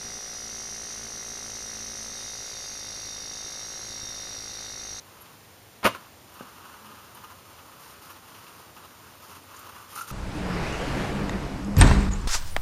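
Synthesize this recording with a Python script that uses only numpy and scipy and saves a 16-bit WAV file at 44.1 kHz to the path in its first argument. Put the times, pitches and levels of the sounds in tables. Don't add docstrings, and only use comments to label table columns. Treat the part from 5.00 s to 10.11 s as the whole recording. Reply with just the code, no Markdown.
import sys
import numpy as np
from scipy import signal
from scipy.fft import rfft, irfft
from scipy.io import wavfile

SR = 44100
rng = np.random.default_rng(int(sys.argv[2]) if len(sys.argv) > 2 else 0)


def wrap_up_sound(samples):
    columns = np.atleast_2d(samples).T
    tamed = np.clip(columns, -1, 1)
    steps = np.round(tamed * 32767).astype(np.int16)
    wavfile.write(sys.argv[1], SR, steps)


N = 225504

# start in seconds, strength in dB.
CONTACTS = [(0.8301, -14.5), (0.839, -12.5), (0.8426, -8), (0.8455, -4.5), (0.851, -8.5), (0.854, -2.5),
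            (0.862, -1.5), (0.8709, -8.5), (0.8751, -12), (0.884, -22), (0.9385, -30), (0.949, -20),
            (0.957, -28.5), (0.965, -32)]
# frequency in Hz, relative level in dB, t60 in seconds.
DESK_MODES = [(118, -25, .17), (205, -16, .085), (280, -22, .085), (365, -19, .08), (427, -22, .065),
              (490, -18, .07), (558, -13.5, .11), (612, -16.5, .07), (680, -19, .075), (935, -17.5, .11),
              (1010, -14.5, .07), (1055, -17.5, .08), (1170, -17, .115), (1258, -12.5, .065),
              (1394, -12, .055), (1480, -18, .065), (1590, -23, .09), (1824, -21, .07), (2210, -25, .085),
              (2340, -24, .07), (2530, -21, .09), (2815, -19, .085), (3074, -26, .08)]
# frequency in Hz, relative level in dB.
CLATTER_SPECTRUM = [(25, -28), (60, -8), (130, -11), (300, -3), (560, 0.5), (800, -2.5), (1000, 8.5),
                    (1400, 1), (1900, -3), (2700, -3), (3600, -8), (7000, -16.5), (9500, -13), (13000, -10),
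                    (16000, -19)]
# time in seconds, treble cut-off in Hz.
HARDENING = [(0.835, 2400), (0.855, 9900)]


def desk_clatter(clatter_db=-7.5, clatter_t60=0.066, crack_db=-2, crack_t60=0.0108, stir_db=-18):
    t, out = np.arange(SR // 4) / SR, np.zeros(N)
    ring = ringing(DESK_MODES, t, rise_s=0.0046)
    add(out, 0.849, amp(-0.7) * ring)
    yielding = 1 - np.exp(-t / 0.0005)
    fade = yielding * (amp(-60 * t / clatter_t60) + amp(crack_db - 60 * t / crack_t60))
    for start_s, db in CONTACTS:
        clatter = colour(fade * rng.standard_normal(len(t)), CLATTER_SPECTRUM)
        contact = amp(clatter_db) * clatter + amp(stir_db) * ring
        cutoff_hz = np.interp(start_s, *np.transpose(HARDENING))
        add(out, start_s, amp(db) * signal.lfilter(*signal.butter(1, cutoff_hz, fs=SR), contact))
    return out


# start in seconds, length in seconds, pressure in dB, sliding in dB.
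RUBS = [(0.055, 0.29, -57, -64), (0.945, 0.123, -54, -67), (1.342, 0.13, -51, -62),
        (1.557, 0.517, -53.5, -75), (2.792, 0.134, -55, -53), (3.016, 0.104, -52, -53),
        (3.27, 0.34, -54.5, -57), (4.219, 0.15, -52, -52), (4.49, 0.3386, -51, -58.5),
        (4.887, 0.16, -50.5, -49), (4.946, 0.049, -44.5, -41.5), (5.071, .06, -45, -42)]
# middle in seconds, pressure in dB.
DABS = [(1.4, -49), (1.657, -48), (1.735, -48.5), (1.865, -46.5), (2.17, -44.5), (2.245, -46.5),
        (2.312, -48.5), (2.59, -48), (3.105, -48), (3.17, -53), (3.483, -51), (3.774, -46.5), (3.853, -49),
        (4.325, -50), (4.663, -47.5), (4.757, -44.5)]


def finger_effort(rise_s=0.0074, release_s=0.017, regrip_s=0.037, dab_s=0.035, fidget_db=0.65):
    t = np.arange(N) / SR
    hold = np.clip((t - 1.29) / rise_s, 0, 1) * amp(fidget_db * drift(per_s=16))
    for let_go_s in (2.43, 3.21, 3.73, 4.41):
        hold *= 1 - np.exp(-(2 * (t - let_go_s) / regrip_s) ** 2)
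    power = (amp([[-55.5], [-60.5]]) * hold) ** 2
    for start_s, length_s, pressure_db, sliding_db in RUBS:
        rise = np.clip((t - start_s) / rise_s, 0, 1)
        release = np.exp(-np.clip((t - start_s - length_s) / release_s, 0, 20))
        power += (amp([[pressure_db], [sliding_db]]) * rise * release) ** 2
    for middle_s, db in DABS:
        near = abs(t - middle_s) < dab_s
        swell = np.exp(-(2 * (t[near] - middle_s) / dab_s) ** 2)
        power[:, near] += (amp([[db], [db - 10.5]]) * swell) ** 2
    return np.sqrt(power)


# resonance in Hz, width of one filter pass in Hz, level in dB.
PACKAGE_RESONANCES = [(999.6, 460, -0.5), (1205, 285, 0.5), (1330, 370, -1), (2824.5, 690, -7.5)]
# frequency in Hz, relative level in dB.
SCUFF_SPECTRUM = [(60, -18.5), (200, 2), (500, 3.5), (800, -1.5), (1600, 3.5), (2200, -11.5), (4000, -6.5),
                  (9000, -10.5)]
# frequency in Hz, relative level in dB.
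FIZZ_SPECTRUM = [(800, -41), (2000, 5), (3200, 2), (5000, 5), (7000, 3), (10000, 5), (13000, 6),
                 (16000, -5)]


def rubbing(body_db=-1.68, scuff_db=-6, fizz_db=-1.6, catch_db=1.26):
    grip = unit(amp(catch_db * drift(per_s=110)))
    pressure, sliding = finger_effort() * grip
    drive = friction(grains_per_s=1400, spread_db=3.0, smooth=0.587)
    body = np.zeros(N)
    for k, (hz, width, db) in enumerate(PACKAGE_RESONANCES):
        shifted = np.roll(drive, k * SR)
        body += amp(db) * resonate(resonate(shifted, hz, width), hz, width)
    scuff = colour(drive, SCUFF_SPECTRUM)
    fizz = colour(friction(grains_per_s=4000, spread_db=4.0, smooth=0.99), FIZZ_SPECTRUM)
    pressed = amp(body_db) * unit(body) + amp(scuff_db) * unit(scuff)
    return pressure * pressed + sliding * amp(fizz_db) * unit(fizz)


def friction(grains_per_s, spread_db, smooth):
    size = amp(spread_db * np.minimum(rng.exponential(1, N), 4)) * rng.choice([-1, 1], N)
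    releases = size * (rng.random(N) < grains_per_s / SR)
    return unit(unit(releases) + smooth * rng.standard_normal(N))


# start in seconds, strength in dB.
SLIPS = [(0.948, -27.5), (1.41, -33.5), (4.932, -38), (4.961, -32), (4.976, -28.5), (4.987, -28.5),
         (4.9955, -31), (5.011, -26), (5.015, -28), (5.0263, -35), (5.104, -32)]


def slips(base_hz=1350, base_db=-27.5, tighten_hz_per_db=11.5, t60=0.021, octave_db=-16):
    t, out = np.arange(SR // 10) / SR, np.zeros(N)
    for start_s, db in SLIPS:
        hz = base_hz + tighten_hz_per_db * (db - base_db)
        modes = [(hz, db, t60), (2 * hz, db + octave_db, t60)]
        add(out, start_s, 2 * ringing(modes, t, rise_s=0.0014))
    return out


# start in seconds, level in dB, centre in Hz.
CREASES = [(0.2185, -41, 11000), (0.256, -52.5, 2800), (1.3394, -44.5, 11100), (2.148, -40, 11500),
           (3.345, -49, 2730), (3.465, -50.5, 2600), (4.5634, -42, 7030), (4.591, -37, 12000),
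           (4.954, -34, 9550), (5.006, -37.5, 7200), (5.014, -33, 10000), (5.083, -43.5, 7540)]


def crease_ticks(sharpness=2.9, rise_s=0.0018, t60_cycles=420):
    t, out = np.arange(SR // 5) / SR, np.zeros(N)
    for start_s, db, hz in CREASES:
        puff = unit(resonate(rng.standard_normal(len(t)), hz, hz / sharpness))
        envelope = amp(db - 60 * t * hz / t60_cycles) * (1 - np.exp(-t / rise_s))
        add(out, start_s, envelope * puff)
    return out


# frequency in Hz, level in dB, t60 in seconds.
THUD_MODES = [(168, -42, 0.027), (255, -32, 0.035), (383, -36, 0.0344), (515, -34.5, 0.034),
              (733, -39, .02), (1560, -35, 0.03)]


def palm_thud(start_s=1.4085):
    out = np.zeros(N)
    add(out, start_s, ringing(THUD_MODES, np.arange(SR // 8) / SR, rise_s=0.0006))
    return out


def faint_tone(start_s, length_s, hz, db):
    t, out = np.arange(round(length_s * SR)) / SR, np.zeros(N)
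    add(out, start_s, amp(db) * np.sin(np.pi * t / length_s) * np.sin(2 * np.pi * hz * t))
    return out


# frequency in Hz, t60 in seconds.
ROOM_DECAY = [(100, 0.313), (500, 0.16), (1200, 0.219), (3000, 0.27), (8000, 0.35), (15000, 0.093)]


def room(x, wet_db, gap_s=0.0042):
    hz, t, bands = signal.stft(rng.standard_normal(SR // 2), SR, nperseg=256)
    decay = amp(-60 * t / read(ROOM_DECAY, hz)[:, None])
    tail = signal.istft(bands * decay, SR, nperseg=256)[1]
    tail *= np.arange(len(tail)) > gap_s * SR
    return x + amp(wet_db) * signal.fftconvolve(x, tail / np.linalg.norm(tail))[:N]


# frequency in Hz, relative level in dB.
HISS_SPECTRUM = [(15, -95), (25, -25.5), (98, 2), (128, -4), (365, -5.5), (407, -7), (518, -6), (608, -6.5),
                 (774, -7.5), (1100, -7.5), (1190, -10.5), (6980, -17.5), (7770, -12), (8650, -18.5),
                 (15200, -19)]


def background(hiss_db=-51, rumble_hz=94, width_hz=50, rumble_db=-68):
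    hiss = colour(rng.standard_normal(N), HISS_SPECTRUM)
    rumble = resonate(resonate(rng.standard_normal(N), rumble_hz, width_hz), rumble_hz, width_hz)
    return amp(hiss_db) * unit(hiss) + amp(rumble_db) * unit(rumble)


def ringing(modes, t, rise_s):
    phases = rng.uniform(0, 2 * np.pi, len(modes))
    ring = sum(amp(db - 60 * t / t60) * np.sin(2 * np.pi * hz * t + phase)
               for (hz, db, t60), phase in zip(modes, phases))
    return ring * (1 - np.exp(-t / rise_s))


def resonate(x, hz, width):
    return signal.lfilter(*signal.iirpeak(hz, hz / width, SR), x)


def colour(x, spectrum, size=4096):
    log_gain = np.log(amp(read(spectrum, abs(np.fft.fftfreq(size, 1 / SR)))))
    taps = np.fft.ifft(np.exp(np.conj(signal.hilbert(log_gain)))).real
    return signal.fftconvolve(x, taps)[:len(x)]


def drift(per_s):
    knots = rng.standard_normal(N // 16)
    return unit(np.interp(np.arange(N) * per_s / SR, np.arange(len(knots)), knots))


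def read(points, hz):
    table_hz, value = np.transpose(points)
    return np.interp(np.log(hz + 1), np.log(table_hz + 1), value)


def add(mix, start_s, sound):
    part = mix[round(start_s * SR):][:len(sound)]
    part += sound[:len(part)]


def amp(db):
    return 10 ** (np.asarray(db) / 20)


def unit(x):
    return x / np.sqrt(np.mean(x ** 2) + 1e-20)


def scene():
    squeak = faint_tone(start_s=0.203, length_s=0.024, hz=11350, db=-46)
    low_note = faint_tone(start_s=1.79, length_s=0.18, hz=214, db=-54.5)
    hands = rubbing() + slips() + crease_ticks() + palm_thud() + squeak + low_note
    return (room(desk_clatter(), wet_db=-14) + room(hands, wet_db=-10) + background())[None]


# centre in Hz, width in Hz, gain in dB.
MICROPHONE_DIPS = [(7750, 155, -4), (7897, 368, -20.5), (10960, 340, -6.5)]


def record(dry):
    hz = np.fft.rfftfreq(2 * N, 1 / SR)
    dips_db = sum(db * np.exp(-((hz - centre) / width) ** 2) for centre, width, db in MICROPHONE_DIPS)
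    heard = irfft(rfft(dry, 2 * N) * amp(dips_db))[:, :N]
    band_limit = signal.firwin(511, cutoff=15400, window=("kaiser", 9), fs=SR)
    return signal.oaconvolve(heard, band_limit[None], "same")


dry = scene()
out = record(dry)
wrap_up_sound(out)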